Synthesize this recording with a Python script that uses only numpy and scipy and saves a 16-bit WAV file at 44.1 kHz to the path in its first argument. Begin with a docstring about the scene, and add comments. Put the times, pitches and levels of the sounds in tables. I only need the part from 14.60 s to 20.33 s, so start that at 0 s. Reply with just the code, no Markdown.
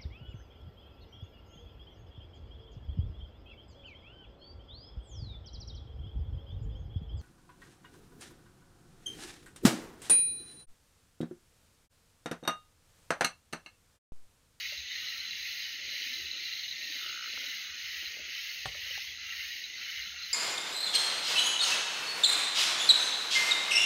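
"""Night by a pond: from the start insects and small frogs rattle in three registers, built from uneven ticks and noise.
Katydids swell in waves of hiss about twice a second, partly followed by the chorus; a cricket flutters a shrill band.
Far frogs snore in blurred bouts over a low rumble and faint air, and close callers chirp in snapping, ringing pulses.
Soon the hand on the microphone adds hollow taps and thuds, then muffled rubbing made of tiny slips.
Near the middle a close frog gives a short run of low pulses; later comes one sharp knock with damped modes."""
import sys
import numpy as np
from scipy import signal
from scipy.fft import rfft, irfft
from scipy.io import wavfile
from scipy.ndimage import uniform_filter1d

SR = 44100
rng = np.random.default_rng(int(sys.argv[2]) if len(sys.argv) > 2 else 0)


def wrap_up_sound(samples):
    """Save the sound to the file named by the first command line argument, as 16-bit audio."""
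    columns = np.atleast_2d(samples).T
    # keep every value between -1 and 1, then stretch to whole-number steps
    tamed = np.clip(columns, -1, 1)
    steps = np.round(tamed * 32767).astype(np.int16)
    wavfile.write(sys.argv[1], SR, steps)


N = 252693
T = np.arange(N) / SR

# "Before trim" marks levels that the layer's own gain still shifts. Spectra give only the tone balance.

# Slow loudness of the chorus. Each row: time in seconds, then low, middle and high register in dB before trim.
CHORUS_LOUDNESS = [(0, -46.5, -43.5, -49), (0.2, -47.5, -47, -43.5), (0.34, -44.5, -46.5, -41),
                   (0.55, -46.5, -45.5, -45), (0.95, -46.5, -46.5, -47), (1.45, -44.5, -44, -47),
                   (1.62, -48, -45.5, -46), (1.8, -46, -44.5, -42), (2.0, -46.5, -46.5, -43),
                   (2.26, -45.5, -47.5, -44.5), (2.52, -48, -44, -44), (2.85, -44.5, -45, -49.5),
                   (3.06, -47, -46, -45.5), (3.38, -45, -46.5, -55), (3.62, -46.5, -45.5, -53),
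                   (3.75, -45.5, -45, -52), (3.9, -47.5, -46, -52), (4.35, -45.5, -45.5, -52),
                   (4.54, -47.5, -47, -47), (4.75, -45, -44.5, -50), (5.05, -46.5, -48, -48.5),
                   (5.39, -43.5, -44.5, -48), (5.52, -48.5, -46.5, -45.5), (5.73, -48, -48, -49)]
# Spectra of the three registers of callers. Each row: frequency in Hz, relative level in dB.
LOW_CALL_SPECTRUM = [(1450, -53), (1700, -10.5), (1900, -0.5), (2080, 1.5), (2300, -4), (2600, -10.5),
                     (3100, -10)]
MIDDLE_CALL_SPECTRUM = [(2000, -23), (2450, -3), (2750, 1), (2930, 2.5), (3200, -3.5), (3500, -9.5),
                        (4000, -45)]
HIGH_CALL_SPECTRUM = [(3000, -27), (3500, -7.5), (3850, -4), (4070, -2), (4300, -7), (4650, -18.5),
                      (5400, -72)]

# Katydid waves, each lasting until the next row's lull.
# Each row: start in seconds, hiss in the lull in dB before trim, hiss at the crest in dB before trim.
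KATYDID_WAVES = [(-0.2, -72, -56.5), (0.262, -71.5, -58.5), (0.7, -64, -56.5), (1.215, -68, -55.5),
                 (1.75, -68, -59), (2.16, -65.5, -56.5), (2.625, -67.5, -56.5), (3.135, -69, -57),
                 (3.64, -69, -56.5), (4.125, -66, -56), (4.6, -73.5, -56.5), (5.13, -72, -59),
                 (5.58, -71, -57.5), (6.0, -69, -57)]
WAVE_ROUND, WAVE_SKEW = 0.63, 0.94  # below 1: broad crests with brief lulls; a rise quicker than the fall
# Spectra of the katydids' hiss and rasp. Each row: frequency in Hz, relative level in dB.
HISS_SPECTRUM = [(7200, -73), (8400, -19.5), (9600, -17.5), (10500, -15.5), (11400, -6.5), (12500, -5),
                 (14000, -3), (15600, -1)]
RASP_SPECTRUM = [(3000, -11), (4000, 3), (4700, 0), (5000, -4), (5300, -1.5), (5900, -8), (6500, -6.5),
                 (6800, -18.5), (7050, -55), (7600, -69)]
# The rasp at middling effort, as the microphone turns. 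Each row: time in seconds, level in dB before trim.
RASP_LOUDNESS = [(0, -48), (0.7, -49), (1.4, -48), (2.0, -49), (2.9, -49), (3.7, -49), (4.3, -49.5),
                 (4.9, -49.5), (5.7, -49.5)]

# Loudness of the trilling cricket. Each row: time in seconds, level in dB before trim.
TRILL_LOUDNESS = [(0, -52.5), (0.6, -54.5), (1.4, -53.5), (1.6, -54), (3.1, -52.5), (4, -55.5), (5.73, -54)]
# Spectrum of the trill. Each row: frequency in Hz, relative level in dB.
TRILL_SPECTRUM = [(5600, -34), (6000, -3), (6270, -0.5), (6520, -0.5), (6750, -8.5), (6900, -17),
                  (7080, -47)]

# Bouts of frogs across the pond. Each row: start in seconds, end in seconds, full level in dB before trim.
FAR_FROG_BOUTS = [(-0.05, 0.18, -63.5), (0.33, 0.74, -62), (0.75, 2.05, -66), (2.31, 2.8, -59),
                  (2.78, 3.2, -58.5), (3.15, 4.02, -62), (4.22, 4.44, -59), (4.56, 4.92, -59.5),
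                  (5.15, 5.8, -58.5)]
# Spectrum of the far frogs. Each row: frequency in Hz, relative level in dB.
FAR_FROG_SPECTRUM = [(950, -38), (1150, -11.5), (1330, 2), (1450, 4), (1650, 5), (1900, -10.5), (2300, -18)]

# Rumble of the unsteady hand. Each row: time in seconds, level in dB before trim.
SWAY_LOUDNESS = [(0, -65.5), (0.2, -68), (0.4, -72), (1.2, -75), (1.7, -71), (2.0, -74), (2.9, -80),
                 (3.2, -73.5), (3.98, -75), (4.08, -58), (4.3, -66), (4.8, -68.5), (5.25, -76), (5.45, -65),
                 (5.73, -67)]
# Spectrum of that rumble. Each row: frequency in Hz, relative level in dB.
SWAY_SPECTRUM = [(35, -17), (55, -5.5), (76, 2.5), (100, -6.5), (150, -12)]

# Spectrum of the background air. Each row: frequency in Hz, relative level in dB.
AIR_SPECTRUM = [(30, -12), (60, -1), (110, -6.5), (200, -4.5), (400, -8.5), (700, -10), (1100, -13.5),
                (3000, -5), (7500, -40.5), (9000, -20), (16000, -24)]

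# The loudest close chirps. Each row: time in seconds, pitch in Hz, level in dB before trim.
LOUD_CHIRPS = [(0.054, 2106, -37.5), (0.178, 4070, -39.5), (0.314, 1980, -40), (0.36, 1915, -40),
               (0.487, 4040, -35), (0.604, 4120, -35), (0.679, 4070, -36), (0.71, 4050, -34),
               (0.83, 4100, -36.5), (0.856, 2120, -39.5), (0.916, 4110, -35.6), (1.026, 4050, -36),
               (1.357, 4070, -38), (1.539, 4010, -33.5), (1.558, 4010, -35), (1.713, 4020, -35.5),
               (1.736, 4030, -35.5), (1.852, 4030, -34.5), (1.928, 4080, -35.5), (2.082, 3930, -36.5),
               (2.113, 4010, -33), (2.229, 4040, -35.5), (2.386, 4000, -39), (2.465, 2950, -37),
               (3.344, 2780, -39), (3.456, 4090, -37.5), (3.47, 4100, -38.5), (3.752, 3000, -37.5),
               (4.273, 2910, -40), (4.311, 2960, -38), (4.353, 2034, -38), (4.487, 2134, -38.5),
               (4.725, 1970, -37.5), (5.041, 3890, -36.5), (5.056, 3940, -39.5), (5.385, 2920, -44),
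               (5.401, 2040, -38.5), (5.424, 4080, -36.5), (5.634, 4120, -36.5)]
# Softer chirping from the nearest caller. Each row: start in seconds, end in seconds, typical level in dB before trim.
SOFT_CHIRP_BOUTS = [(0.051, 0.19, -47), (0.386, 1.13, -42), (1.239, 1.52, -41.5), (1.585, 2.06, -40),
                    (2.267, 2.51, -44), (2.65, 2.96, -44), (5.59, 5.69, -40)]
BOUT_HZ, BOUT_SPREAD_HZ, CHIRPS_PER_S, CHIRP_SPREAD_DB = 4040, 45, 27, 2.3

# Small taps and ticks. Each row: start in seconds, nominal peak in dB, pitch in Hz, time to fall by 60 dB in seconds.
TAP_EVENTS = [(0.122, -49, 586, 0.078), (2.775, -33.5, 1390, 0.016), (2.779, -54, 530, 0.046),
              (2.832, -53, 568, .08), (3.425, -55.5, 334, 0.09), (3.441, -53, 736, 0.018),
              (3.570, -42.5, 480, 0.016), (3.603, -51, 332, 0.038), (4.144, -44, 1280, 0.033),
              (4.149, -50, 582, 0.081), (4.264, -56, 610, 0.055), (4.306, -50, 532, .055),
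              (4.376, -41, 805, 0.03), (4.444, -57, 1040, 0.04), (5.47, -56, 199, 0.067),
              (5.539, -56, 720, 0.055)]

# Handling bumps. Each row: start in seconds, envelope peak in dB, pitch in Hz.
BUMP_EVENTS = [(0.18, -53.5, 69), (0.817, -64, 73), (1.63, -57, 74.6), (3.094, -58.5, 75), (3.37, -67, 75),
               (3.464, -62, 70.4), (3.615, -59, 72), (4.064, -48.5, 53.5), (4.461, -63, 68),
               (4.61, -69, 80), (4.78, -67, 75), (5.393, -60, 64.3), (5.53, -61, 80)]

# The grip rubs on the casing. Each row: start in seconds, end in seconds, full level in dB before trim.
RUB_BOUTS = [(1.12, 1.55, -66), (1.42, 1.72, -63), (1.66, 1.9, -68), (2.1, 2.62, -67), (2.6, 2.98, -68),
             (3.3, 3.5, -70), (3.48, 3.75, -64.5), (4.92, 5.08, -69)]
# Spectrum of the rubbing. Each row: frequency in Hz, relative level in dB.
RUB_SPECTRUM = [(130, -26), (200, -10.5), (260, 3), (360, 2), (470, -3), (590, 0), (720, -18.5),
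                (1100, -27)]

# The near frog's snore swells and slows. Each row: time in seconds, pulse peak in dB, pulses per second.
SNORE_COURSE = [(2.415, -42.5, 62.4), (2.465, -40, 61.8), (2.58, -38.2, 60.6), (2.685, -38.4, 58)]

KNOCK_S = 4.0565  # when the sharp knock starts
# What the knock rings with. Each row: frequency in Hz, level in dB before trim, time to fall by 60 dB in seconds.
KNOCK_RING = [(120, -42, .17), (162, -49, 0.21), (413, -41.5, 0.084), (570, -43.5, 0.12),
              (765, -33.5, 0.093), (940, -44, 0.046), (1100, -40, 0.1), (1410, -31.5, 0.036),
              (1790, -28, 0.033), (3470, -20, 0.011)]
# Spectra of the knock's crack and scuff. Each row: frequency in Hz, relative level in dB.
CRACK_SPECTRUM = [(200, -19), (500, -13), (900, 8), (1800, -1), (2600, -2), (3400, 1), (4200, 3),
                  (5200, -10), (7000, -11)]
SCUFF_SPECTRUM = [(70, -6), (120, 6), (250, -10), (450, -1), (800, -5), (1400, -7), (2500, -24),
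                  (8000, -17), (12000, -23)]


def gain_of(db):
    """Decibels to amplitude."""
    return 10 ** (np.asarray(db) / 20)


def evened(x):
    """Scales to rms 1."""
    return x / np.sqrt(np.mean(x ** 2) + 1e-20)


def steadied(x, seconds):
    """Levels the sound to about rms 1 over a sliding window of this length; faster flutter stays."""
    window = np.hanning(int(seconds * SR))
    energy = signal.fftconvolve(x ** 2, window, "same")
    weight = signal.fftconvolve(np.ones(N), window, "same")
    return x / np.sqrt(abs(energy / weight) + 1e-20)


def level(rows, order=1):
    """One dB column of a curve as a gain at every sample."""
    rows = np.asarray(rows)
    return gain_of(np.interp(T, rows[:, 0], rows[:, order]))


def swells(rows, fade_s):
    """A gain that swells and fades once per row; bouts shorter than two fades stop short of full level."""
    gain = np.zeros(N)
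    for start, end, db in rows:
        from_edge = np.minimum(T - start, end - T)
        gain += gain_of(db) * np.sin(np.pi / 2 * np.clip(from_edge / fade_s, 0, 1))
    return gain


def colour(x, points):
    """Filters by a spectrum that falls away at 90 dB per octave beyond its ends, then evens the result."""
    hz, db = np.transpose(points)
    octave = np.log2(np.fft.rfftfreq(N, 1 / SR) + 1)
    knots = np.log2(hz)
    beyond = abs(octave - np.clip(octave, knots[0], knots[-1]))
    response = gain_of(np.interp(octave, knots, db) - 90 * beyond)
    return evened(irfft(rfft(x) * response, N))


def drift(seconds):
    """A slow random curve of rms 1, with a new value drawn at this interval."""
    knots = np.arange(0, T[-1] + 2 * seconds, seconds)
    return evened(np.interp(T, knots, rng.standard_normal(len(knots))))


def patchy(x, depth_db, size=2048, count=3):
    """Narrow bands flare and fade at random, giving the noise a grainy, faintly tonal texture."""
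    overlap = size * 3 // 4
    bands = signal.stft(x, nperseg=size, noverlap=overlap)[2]
    across_pitch = uniform_filter1d(rng.standard_normal(bands.shape), count, axis=0)
    patches = evened(uniform_filter1d(across_pitch, 2 * count, axis=1))
    return signal.istft(bands * gain_of(depth_db * patches), nperseg=size, noverlap=overlap)[1][:N]


def add(mix, s, sound):
    """Mixes a sound in at time s."""
    part = mix[max(round(s * SR), 0):][:len(sound)]
    part += sound[:len(part)]


def waves(lead_s=0):
    """The katydids' effort as a gain: an arch in decibels from each lull to the next."""
    start, lull_db, crest_db = np.transpose(KATYDID_WAVES)
    turns = np.interp(T + lead_s, start, np.arange(len(start)))
    base_db = np.interp(T + lead_s, start, lull_db)
    arch = np.maximum(np.sin(np.pi * (turns % 1) ** WAVE_SKEW), 0) ** WAVE_ROUND
    return gain_of(base_db + arch * (crest_db[turns.astype(int)] - base_db))


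def crowd(spectrum, rate, fade_s, direct, wash, patchy_db, count=5):
    """Callers tick at their own uneven rates; each tick trails off in noise as it scatters through the plants."""
    ticks = np.zeros(N)
    for pace in np.geomspace(.7, 1.4, count):
        turns = np.cumsum(rate * pace * (1 + .15 * drift(.05))) / SR + rng.random()
        strength = gain_of(1.7 * np.tanh(drift(.12)))
        ticks += np.diff(np.floor(turns), prepend=0) * strength
    ticks = evened(ticks)
    keep = np.exp(-2 / (fade_s * SR))  # squared decay, since it smooths power
    scatter_power = signal.lfilter([1 - keep], [1, -keep], ticks ** 2)
    scatter = np.sqrt(scatter_power + wash ** 2) * rng.standard_normal(N)
    sound = direct * ticks + scatter
    return steadied(colour(patchy(sound, patchy_db), spectrum), 0.3)


def chorus(low_follow=.36, middle_follow=0.3, high_follow=0.19, lead_s=0.024):
    """Three registers of rattling callers, which partly follow the katydid waves, a little ahead of them."""
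    effort = waves(lead_s)
    low = crowd(LOW_CALL_SPECTRUM, rate=27, fade_s=0.023, direct=0.54, wash=0.94, patchy_db=2.5)
    middle = crowd(MIDDLE_CALL_SPECTRUM, rate=27, fade_s=0.019, direct=0.55, wash=0.85, patchy_db=3.5)
    high = crowd(HIGH_CALL_SPECTRUM, rate=28, fade_s=0.01, direct=0.66, wash=0.26, patchy_db=3.5)
    low *= gain_of(0.47) * level(CHORUS_LOUDNESS, order=1) * evened(effort ** low_follow)
    middle *= gain_of(0.27) * level(CHORUS_LOUDNESS, order=2) * evened(effort ** middle_follow)
    high *= gain_of(-2.0) * level(CHORUS_LOUDNESS, order=3) * evened(effort ** high_follow)
    return low + middle + high


def katydids(follow=0.44, lead_s=0.025):
    """File teeth click by the thousand: a very high hiss swells in waves, and a lower rasp follows it partly."""
    def teeth(per_s, wash):
        """Random tooth strikes in their own diffuse wash."""
        strikes = rng.standard_normal(N) * (rng.random(N) < per_s / SR)
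        return evened(strikes) + wash * rng.standard_normal(N)
    hiss = waves() * colour(patchy(teeth(4000, 1.9), depth_db=3.5, size=1024), HISS_SPECTRUM)
    rasp = colour(patchy(teeth(1500, 1.5), depth_db=2.5), RASP_SPECTRUM)
    rasp *= evened(waves(lead_s) ** follow) * level(RASP_LOUDNESS)
    return gain_of(0.9) * hiss + gain_of(3.5) * rasp


def cricket(stroke_hz=88, depth=0.23):
    """Fast wing strokes flutter a narrow, shrill band."""
    turns = np.cumsum(stroke_hz * (1 + 0.0086 * drift(0.19))) / SR
    strokes = 1 + depth * np.cos(2 * np.pi * turns)
    trill = steadied(colour(strokes * rng.standard_normal(N), TRILL_SPECTRUM), 0.4)
    return gain_of(-0.5) * level(TRILL_LOUDNESS) * trill


def far_frogs(lull_db=-69, fade_s=0.064):
    """Overlapping snores, blurred by distance, stand out in bouts over a faint steady calling."""
    calling = np.hypot(gain_of(lull_db), swells(FAR_FROG_BOUTS, fade_s))
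    snores = crowd(FAR_FROG_SPECTRUM, rate=58, fade_s=0.014, direct=0.53, wash=0.55, patchy_db=3.5, count=2)
    return gain_of(2.0) * calling * snores


def sway(lumpy_db=3.0):
    """A lumpy low rumble from the moving hand, made of filtered noise."""
    rumble = colour(rng.standard_normal(N), SWAY_SPECTRUM)
    return gain_of(-2.0 + lumpy_db * drift(.06)) * level(SWAY_LOUDNESS) * rumble


def air():
    """A faint, gently wavering background of patchy noise."""
    wavering = gain_of(-65.5 + 1.0 * drift(0.246))
    return wavering * colour(patchy(rng.standard_normal(N), depth_db=3.0), AIR_SPECTRUM)


def soft_chirps(jitter_s=.004, clear_s=.018):
    """Rows of (s, Hz, dB) at an uneven pace through each bout, leaving room for the loud chirps."""
    loud_s = np.array(LOUD_CHIRPS)[:, 0]
    rows = []
    for start, end, db in SOFT_CHIRP_BOUTS:
        beats = np.arange(start, end, 1 / CHIRPS_PER_S)
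        for s, (late, sharp, strong) in zip(beats, rng.standard_normal(size=(40, 3))):
            if abs(loud_s - s).min() > clear_s:
                hz = BOUT_HZ + BOUT_SPREAD_HZ * sharp
                rows.append((s + jitter_s * late, hz, db + CHIRP_SPREAD_DB * strong))
    return rows


def close_chirps(rise_s=0.0013, snap=0.11, snap_s=0.00032, echo=0.81, echo_fade_s=0.013, count=6):
    """Each chirp is one snapping, ringing pulse with a fading stutter of pulses behind it."""
    out, t = np.zeros(N), np.arange(int(.04 * SR)) / SR
    for s, hz, db in list(LOUD_CHIRPS) + soft_chirps():
        gap, size, phase = rng.random((3, count))
        delays = np.cumsum(0.00246 + 0.0022 * gap)
        delays -= delays[0]
        sizes = np.where(delays > 0, echo * (.5 + size) * np.exp(-delays / echo_fade_s), 1)
        age = np.maximum(t - delays[:, None], 0)
        body = age / rise_s * np.exp(1 - age / rise_s)
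        attack = (age / snap_s * np.exp(1 - age / snap_s)) ** 2
        pulses = (body + snap * attack) * np.sin(2 * np.pi * (hz * t + phase[:, None]))
        add(out, s - .0018, gain_of(db) * (sizes @ pulses))  # starts early so the swell lands near s
    # such small bodies radiate only in a limited band
    band = signal.butter(2, [1400, 5600], "band", fs=SR, output="sos")
    return gain_of(4) * signal.sosfilt(band, out)


def taps(rise_s=0.00063, grit=0.35, corner_hz=1000):
    """Each tap has one hollow pitch and a little dull grit under the same decay."""
    out, t = np.zeros(N), np.arange(int(.15 * SR)) / SR
    for s, db, hz, t60 in TAP_EVENTS:
        dull = signal.butter(2, [hz / 2, max(corner_hz, 1.46 * hz)], "band", fs=SR)
        dust = evened(signal.lfilter(*dull, rng.standard_normal(len(t))))
        envelope = gain_of(db - 60 * t / t60) * (1 - np.exp(-t / rise_s))
        add(out, s, envelope * (np.sin(2 * np.pi * hz * t) + grit * dust))
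    return out


def bumps(rise_s=0.016):
    """The hand shifts and the casing thuds for a few cycles."""
    out, t = np.zeros(N), np.arange(int(.25 * SR)) / SR
    envelope = t / rise_s * np.exp(1 - t / rise_s)
    for s, db, hz in BUMP_EVENTS:
        add(out, s, gain_of(db) * envelope * np.sin(2 * np.pi * hz * t))
    return out


def rubbing(slips_per_s=200, smooth=0.5, fade_s=0.14, lumpy_db=2):
    """Fingers creep over the casing in many tiny, muffled slips, with uneven pressure."""
    slips = evened(rng.standard_normal(N) * (rng.random(N) < slips_per_s / SR))
    contact = slips + smooth * rng.standard_normal(N)
    grain = steadied(colour(patchy(contact, depth_db=6.5), RUB_SPECTRUM), 0.16)
    pressure = gain_of(0.1 + lumpy_db * drift(.04))
    return pressure * swells(RUB_BOUTS, fade_s) * grain


def near_frog(throat_hz=1410, width_s=.0021, echo=0.17, echo_s=0.00533):
    """A run of soft-edged pulses from the vocal sac, each with an echo off the bank."""
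    out, t = np.zeros(N), np.arange(-int(0.013 * SR), int(.015 * SR)) / SR
    times, db, rate = np.transpose(SNORE_COURSE)
    s = times[0]
    while s < times[-1]:
        pitch_hz = throat_hz * (1 + .01 * rng.standard_normal())
        pulse = np.exp(-(t / width_s) ** 2) * np.cos(2 * np.pi * pitch_hz * t)
        pulse *= gain_of(np.interp(s, times, db))
        add(out, s + t[0], pulse)
        add(out, s + t[0] + echo_s, echo * pulse)
        s += 1 / np.interp(s, times, rate)
    return out


def knock(crack_db=-30, crack_s=0.002, rebound=0.68, rebound_s=0.00322,
          scuff_db=-45, scuff_s=0.013, settle=0.25, settle_s=0.13, rise_s=0.00019):
    """A crack, a quick rebound and a few damped modes, with a scuff that settles."""
    out, t = np.zeros(N), np.arange(int(.3 * SR)) / SR
    ring = np.zeros(len(t))
    for hz, db, t60 in KNOCK_RING:
        ring += gain_of(db - 60 * t / t60) * np.sin(2 * np.pi * (hz * t + rng.random()))
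    blows = np.exp(-t / crack_s) + rebound * (t > rebound_s) * np.exp(-abs(t - rebound_s) / crack_s)
    crack = gain_of(crack_db) * blows * colour(rng.standard_normal(N), CRACK_SPECTRUM)[:len(t)]
    # a blunt contact carries little above 5 kHz
    blunt = signal.butter(3, 5200, fs=SR, output="sos")
    blow = signal.sosfilt(blunt, gain_of(-4) * ring + crack)
    settling = np.exp(-t / scuff_s) + settle * np.exp(-t / settle_s)
    scuff = gain_of(scuff_db) * settling * colour(rng.standard_normal(N), SCUFF_SPECTRUM)[:len(t)]
    add(out, KNOCK_S, (blow + scuff) * (1 - np.exp(-t / rise_s)))
    return out


def scene():
    """Everything around the pond, in one channel."""
    animals = chorus() + katydids() + cricket() + far_frogs() + close_chirps() + near_frog()
    handling = sway() + taps() + bumps() + rubbing() + knock()
    return (animals + handling + air())[None]


def record(dry, edge_hz=15780):
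    """The recorder's band limit: a steep low-pass that leaves the timing in place."""
    low_pass = signal.firwin(1023, edge_hz, window=("kaiser", 9), fs=SR)
    return signal.oaconvolve(dry, low_pass[None], "same")


dry = scene()
out = record(dry)
wrap_up_sound(out)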